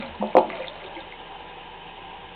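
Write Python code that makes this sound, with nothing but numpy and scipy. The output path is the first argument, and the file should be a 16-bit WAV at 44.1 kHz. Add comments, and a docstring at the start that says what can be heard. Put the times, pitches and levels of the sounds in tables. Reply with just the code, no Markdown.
"""A toilet tank refilling

In a small bathroom the valve's jet hisses steadily through the air resonances of the hollow tank,
over a faint hum. The last of the flush glugs in the drain as large bubbles ring, and water in the trap
knocks twice, softly and then hard, exciting the bowl's modes. Drips and small bubbles thin out and stop."""
import sys
import numpy as np
from scipy import signal
from scipy.fft import rfft, irfft
from scipy.io import wavfile
from scipy.ndimage import uniform_filter1d

SR = 44100
rng = np.random.default_rng(int(sys.argv[2]) if len(sys.argv) > 2 else 0)


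def store_wav(level_fs):
    """Save 16-bit WAV to argv[1]."""
    pcm = np.round(np.clip(np.atleast_2d(level_fs), -1, 1) * 32767)
    wavfile.write(sys.argv[1], SR, pcm.T.astype(np.int16))


N = 103635

# Reverberation of the bathroom. Each row: frequency in Hz, time to fall 60 dB (t60) in seconds.
ROOM_DECAY = [(150, 0.91), (400, 0.26), (1000, 0.38), (3000, 0.09)]
# Spectrum of the valve's jet. Each row: frequency in Hz, relative spectral density in dB.
JET_SPECTRUM = [(20, -12), (45, -15), (78, 1.5), (110, -11.5), (260, -7.5), (390, -1.5), (560, -5.5),
                (820, -0.5), (1010, -3.5), (1120, -7), (1450, -10.5), (1750, -6.5), (2000, -8.5),
                (2900, -4), (3350, -9), (3780, -12), (4000, -28), (4400, -30.5)]
# Air resonances of the tank. Each row: centre in Hz, width in Hz, relative peak density in dB.
TANK_MODES = [(169.4, 32.3, 1.5), (380, 50, -1), (481, 7.2, 9), (781.4, 23, 8.5), (860, 26, 5.5),
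              (916, 21, 7.5), (981, 18, 7), (1022, 8, 6.5), (1611, 16, 2.5), (2546, 8.7, 3), (2806, 20, -1),
              (3037, 29, 2)]
# Swell of the tank's strongest, hollow band. Each row: time in seconds, gain in dB.
HOLLOW_SWELL = [(1.24, 0), (1.35, 4), (1.45, 0.5), (1.739, 0), (1.95, -0.7), (2.22, 2), (2.28, -2)]
# Water still running into the bowl. Each row: time in seconds, gain in dB.
TRICKLE_FLOW = [(0, 5), (.06, -1), (.14, -9), (.3, -4.5), (.49, -8.5), (.535, 1.5), (0.621, -3),
                (0.681, -6), (.76, -4), (.98, -8.5), (1.15, -14.5), (1.501, -13), (2.35, -46.5)]
# Colour of that trickle. Each row: bubble pitch in Hz, relative level in dB.
TRICKLE_SPECTRUM = [(200, -20), (550, 5.5), (900, -1), (1450, -2), (2200, -1), (3700, 1), (4300, -40.5)]
# Drips. Each row: start in seconds, pitch in Hz, level in dB, cycles of ringing to fall to 1/e.
DRIPS = [(.0238, 2360, -23.5, 2.6), (.3301, 2274, -33.5, 4.6), (0.5014, 2150, -21.5, 1.8),
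         (0.5002, 1100, -25.5, 2.66), (0.5215, 2564, -28.5, 3.1), (.5292, 2095, -29, 4),
         (.571, 2250, -31.5, 4.5), (0.6037, 1900, -34, 4.1), (0.622, 2384, -27, 3.6),
         (0.6329, 2390, -28.5, 4.5), (0.643, 2000, -29.5, 3.8), (.672, 3600, -29.5, 7.6),
         (.6818, 3510, -22.5, 8.5), (0.8415, 2470, -31.5, 3.3), (.862, 3550, -35.5, 15),
         (0.9516, 3100, -33, 8), (0.9663, 2144, -31.5, 9), (1.005, 3590, -34.5, 14), (1.1234, 2115, -30, 7)]
# Large bubbles in the drain. Each row: start in seconds, pitch in Hz, level in dB, rise in seconds,
# t60 in seconds, glide as a share of the pitch per second.
GLUGS = [(0, 215.4, -26, 0.0017, .08, 2), (.018, 561.5, -32.5, 0.0089, 0.15, -1),
         (.032, 229, -33.5, .016, 0.18, 0), (0.06, 79.8, -43, .06, .2, -1),
         (0.195, 210.3, -24, 0.015, 0.28, 0), (.21, 901, -27, 0.0061, 0.089, -0.5),
         (.292, 838, -37, .014, 0.18, 2.5), (.525, 696, -33.5, .0064, 0.12, -2),
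         (.555, 583, -34.5, 0.04, 0.21, 0.9), (.592, 536, -26.5, 0.017, .15, -0.95),
         (.675, 529, -37.5, 0.045, 0.088, 3), (.843, 391, -32.5, 0.0089, 0.079, -1.5),
         (0.954, 335.6, -34, 0.023, 0.2, -0.2), (.965, 540, -38.5, .02, .14, -0.5),
         (.96, 911, -36, 0.0059, 0.15, -3.5)]
# Modes of the bowl and trap. Each row: frequency in Hz, relative level in dB, t60 in seconds.
BOWL_MODES = [(230, -24.5, 0.13), (334.7, -25, .16), (370.6, -21, 0.27), (441, -17, 0.043),
              (533.3, -14, 0.079), (544, -21.5, 0.081), (605, -20, 0.26), (663.3, -23.5, 0.33),
              (717.7, -17.5, 0.092), (775, -27, 0.11), (844.7, -19.5, .16), (896.3, -23.5, .23),
              (970, -37, 0.14), (1190, -34.5, 0.19), (1307, -40, 0.14)]
# Blows of water in the trap. Each row: start in seconds, gain in dB, pitch of the thud in Hz.
BLOWS = [(.2252, -7.5, 654), (.2389, -24.5, 730), (0.352, 1.5, 596), (.3676, 7, 662), (.385, -7.5, 760),
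         (0.4033, -24, 860), (0.6052, -26.5, 632)]

HUM_HZ, HUM_DB = 29.2, -56
HISS_DB, HISS_PATCH_DB, HISS_FLICKER_DB, HOLLOW_HZ = -41.5, 0.53, 0.5, (680, 1150)
TRICKLE_DB, TRICKLE_PER_S, TRICKLE_SPREAD_DB = -41.5, 2200, 3
DRIP_RISE_S, DRIP_GLIDE_PER_S, SPLASH_DB, SPLASH_S = 0.00071, 6.9, -15, 0.0018
SLOSH_AT_S, SLOSH_WIDTH_S, SLOSH_DB = 0.3835, 0.0079, -33.5
THUD_RISE_S, THUD_DB, BOWL_CUTOFF_HZ = 0.0013, -5.5, 193
KNOCK_WET_DB, GLUG_WET_DB, DRIP_WET_DB = -14.5, -12, -7
OVERLOAD, FULL_SCALE, NARROW_HZ, TOP_HZ = 0.73, 0.71, 4400, 15800


def amp(db):
    """Amplitude grows tenfold with every 20 dB."""
    return 10 ** (np.asarray(db) / 20)


def unit_rms(x):
    """Division by the rms gives a signal unit power."""
    return x / np.sqrt(np.mean(x ** 2) + 1e-20)


def curve_at(points, hz):
    """Interpolation on a log-frequency axis reads a table at any frequency."""
    f, value = np.transpose(points)
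    return np.interp(np.log(hz + 1), np.log(f + 1), value)


def add(mix, start_s, sound):
    """Superposition: a sound adds to the mix from its start time."""
    part = mix[max(round(start_s * SR), 0):][:len(sound)]
    part += sound[:len(part)]


def bubble(hz, rise_s, t60, glide):
    """A pocket of air is a damped oscillator: it swells, then decays, as its pitch glides."""
    t = np.arange(0, rise_s + t60, 1 / SR)
    swell = np.sin(np.pi / 2 * np.minimum(t / rise_s, 1)) ** 2
    fade = np.exp(-np.log(1000) * np.maximum(t - rise_s, 0) / t60)
    return swell * fade * np.sin(2 * np.pi * hz * (t + glide * t ** 2 / 2))


def spray(size):
    """Fine droplets add incoherently into a bright band of noise."""
    band = signal.butter(2, [1200, 3300], "band", fs=SR, output="sos")
    return unit_rms(signal.sosfilt(band, rng.standard_normal(size)))


def room(x, wet_db):
    """Reverberation: reflections from the tiles form a tail, each band decaying at its own rate."""
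    hz, t, noise = signal.stft(rng.standard_normal(SR // 2), SR, nperseg=256)
    decay = np.exp(-np.log(1000) * t / curve_at(ROOM_DECAY, hz)[:, None])
    tail = signal.istft(noise * decay, SR, nperseg=256)[1]
    tail *= np.minimum(np.arange(len(tail)) / SR / 0.0024, 1)
    return x + amp(wet_db) * signal.fftconvolve(x, tail / np.linalg.norm(tail))[:N]


def hum():
    """A pure tone of low frequency is heard as a faint, steady hum."""
    return amp(HUM_DB) * np.sqrt(2) * np.sin(2 * np.pi * HUM_HZ * np.arange(N) / SR)


def valve():
    """Cavity resonance: the tank colours the jet's restless noise, and its hollow band swells and sinks."""
    _, _, noise = signal.stft(rng.standard_normal(N), SR, nperseg=512)
    patches = uniform_filter1d(rng.standard_normal(noise.shape), size=8, axis=0)  # smooth in frequency
    patches = unit_rms(uniform_filter1d(patches, size=7, axis=1))  # and in time
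    flicker = unit_rms(uniform_filter1d(rng.standard_normal(noise.shape[1]), size=4))
    unrest = amp(HISS_PATCH_DB * patches + HISS_FLICKER_DB * flicker)
    jet = signal.istft(noise * unrest, SR, nperseg=512)[1][:N]
    f = np.fft.rfftfreq(N, 1 / SR)
    resonances = sum(amp(db) ** 2 / (1 + ((f - hz) / width) ** 2) ** 2 for hz, width, db in TANK_MODES)
    power = amp(curve_at(JET_SPECTRUM, f)) ** 2 + resonances
    hiss = unit_rms(irfft(rfft(jet) * np.sqrt(power), N))
    hollow = signal.sosfiltfilt(signal.butter(2, HOLLOW_HZ, "band", fs=SR, output="sos"), hiss)
    swell = amp(np.interp(np.arange(N) / SR, *np.transpose(HOLLOW_SWELL)))
    return amp(HISS_DB) * (hiss + (swell - 1) * hollow)


def trickle(pitches=40):
    """Small bubbles ring at random times, a Poisson process; the swarm fades as the bowl settles."""
    swarm = np.zeros(N)
    for hz in np.geomspace(260, 4100, pitches) * rng.uniform(0.927, 1.03, pitches):
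        strengths = amp(TRICKLE_SPREAD_DB * np.minimum(rng.exponential(1, N), 4))
        births = rng.random(N) < TRICKLE_PER_S / pitches / SR
        ring = bubble(hz, DRIP_RISE_S, t60=28 / hz, glide=3.2)
        bubbles = signal.oaconvolve(strengths * births, ring)[:N]
        swarm += amp(curve_at(TRICKLE_SPECTRUM, hz)) * unit_rms(bubbles)
    flow_db = np.interp(np.arange(N) / SR, *np.transpose(TRICKLE_FLOW))
    return amp(TRICKLE_DB + flow_db) * unit_rms(swarm)


def drips():
    """Air entrainment: each drip makes a tiny splash and a small bubble that rings with rising pitch."""
    out, t = np.zeros(N), np.arange(SR // 20) / SR
    for start_s, hz, db, cycles in DRIPS:
        t60 = np.log(1000) * cycles / hz
        add(out, start_s, amp(db) * bubble(hz, DRIP_RISE_S, t60, DRIP_GLIDE_PER_S))
        add(out, start_s, amp(db + SPLASH_DB) * spray(len(t)) * np.exp(-t / SPLASH_S))
    return out


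def slosh():
    """The hard blow throws up a short spray: droplet noise under a Gaussian envelope."""
    envelope = np.exp(-((np.arange(N) / SR - SLOSH_AT_S) / SLOSH_WIDTH_S) ** 2)
    return amp(SLOSH_DB) * spray(N) * envelope


def glugs():
    """Bubble resonance: large bubbles break loose in the drain, sliding in pitch as they change shape."""
    out = np.zeros(N)
    for start_s, hz, db, rise_s, t60, glide in GLUGS:
        add(out, start_s, amp(db) * bubble(hz, rise_s, t60, glide))
    return out


def knocks():
    """Impact excitation: each dull thud sets the bowl's modes ringing; the bowl radiates little bass."""
    out, t = np.zeros(N), np.arange(SR // 2) / SR
    ring = sum(amp(db) * np.exp(-np.log(1000) * t / t60) * np.sin(2 * np.pi * hz * t)
               for hz, db, t60 in BOWL_MODES)
    ring *= 1 - np.exp(-(t / THUD_RISE_S) ** 2)
    push = (t / THUD_RISE_S) ** 2 * np.exp(2 - 2 * t / THUD_RISE_S)
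    for start_s, db, hz in BLOWS:
        thud = amp(THUD_DB) * push * np.sin(2 * np.pi * hz * t)
        add(out, start_s, -amp(db) * (ring + thud))
    return signal.sosfilt(signal.butter(3, BOWL_CUTOFF_HZ, "high", fs=SR, output="sos"), out)


def scene():
    """Tank, drain and bowl superpose just above the seat; the water sounds reverberate in the room."""
    water = room(knocks(), KNOCK_WET_DB) + room(glugs(), GLUG_WET_DB)
    water += room(drips() + slosh() + trickle(), DRIP_WET_DB)
    return (valve() + hum() + water)[None]


def record(dry):
    """Clipping: the hardest blow overloads the microphone; low-passed, it clips again with a thin click."""
    narrow_lowpass = signal.firwin(511, NARROW_HZ, window=("kaiser", 9), fs=SR)[None]
    top_lowpass = signal.firwin(511, TOP_HZ, window=("kaiser", 9), fs=SR)[None]
    overloaded = np.clip(dry, -OVERLOAD, OVERLOAD)
    narrow = signal.oaconvolve(overloaded, narrow_lowpass, "same")
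    clipped = np.clip(narrow, -FULL_SCALE, FULL_SCALE)
    return signal.oaconvolve(clipped, top_lowpass, "same")


dry = scene()
out = record(dry)
store_wav(out)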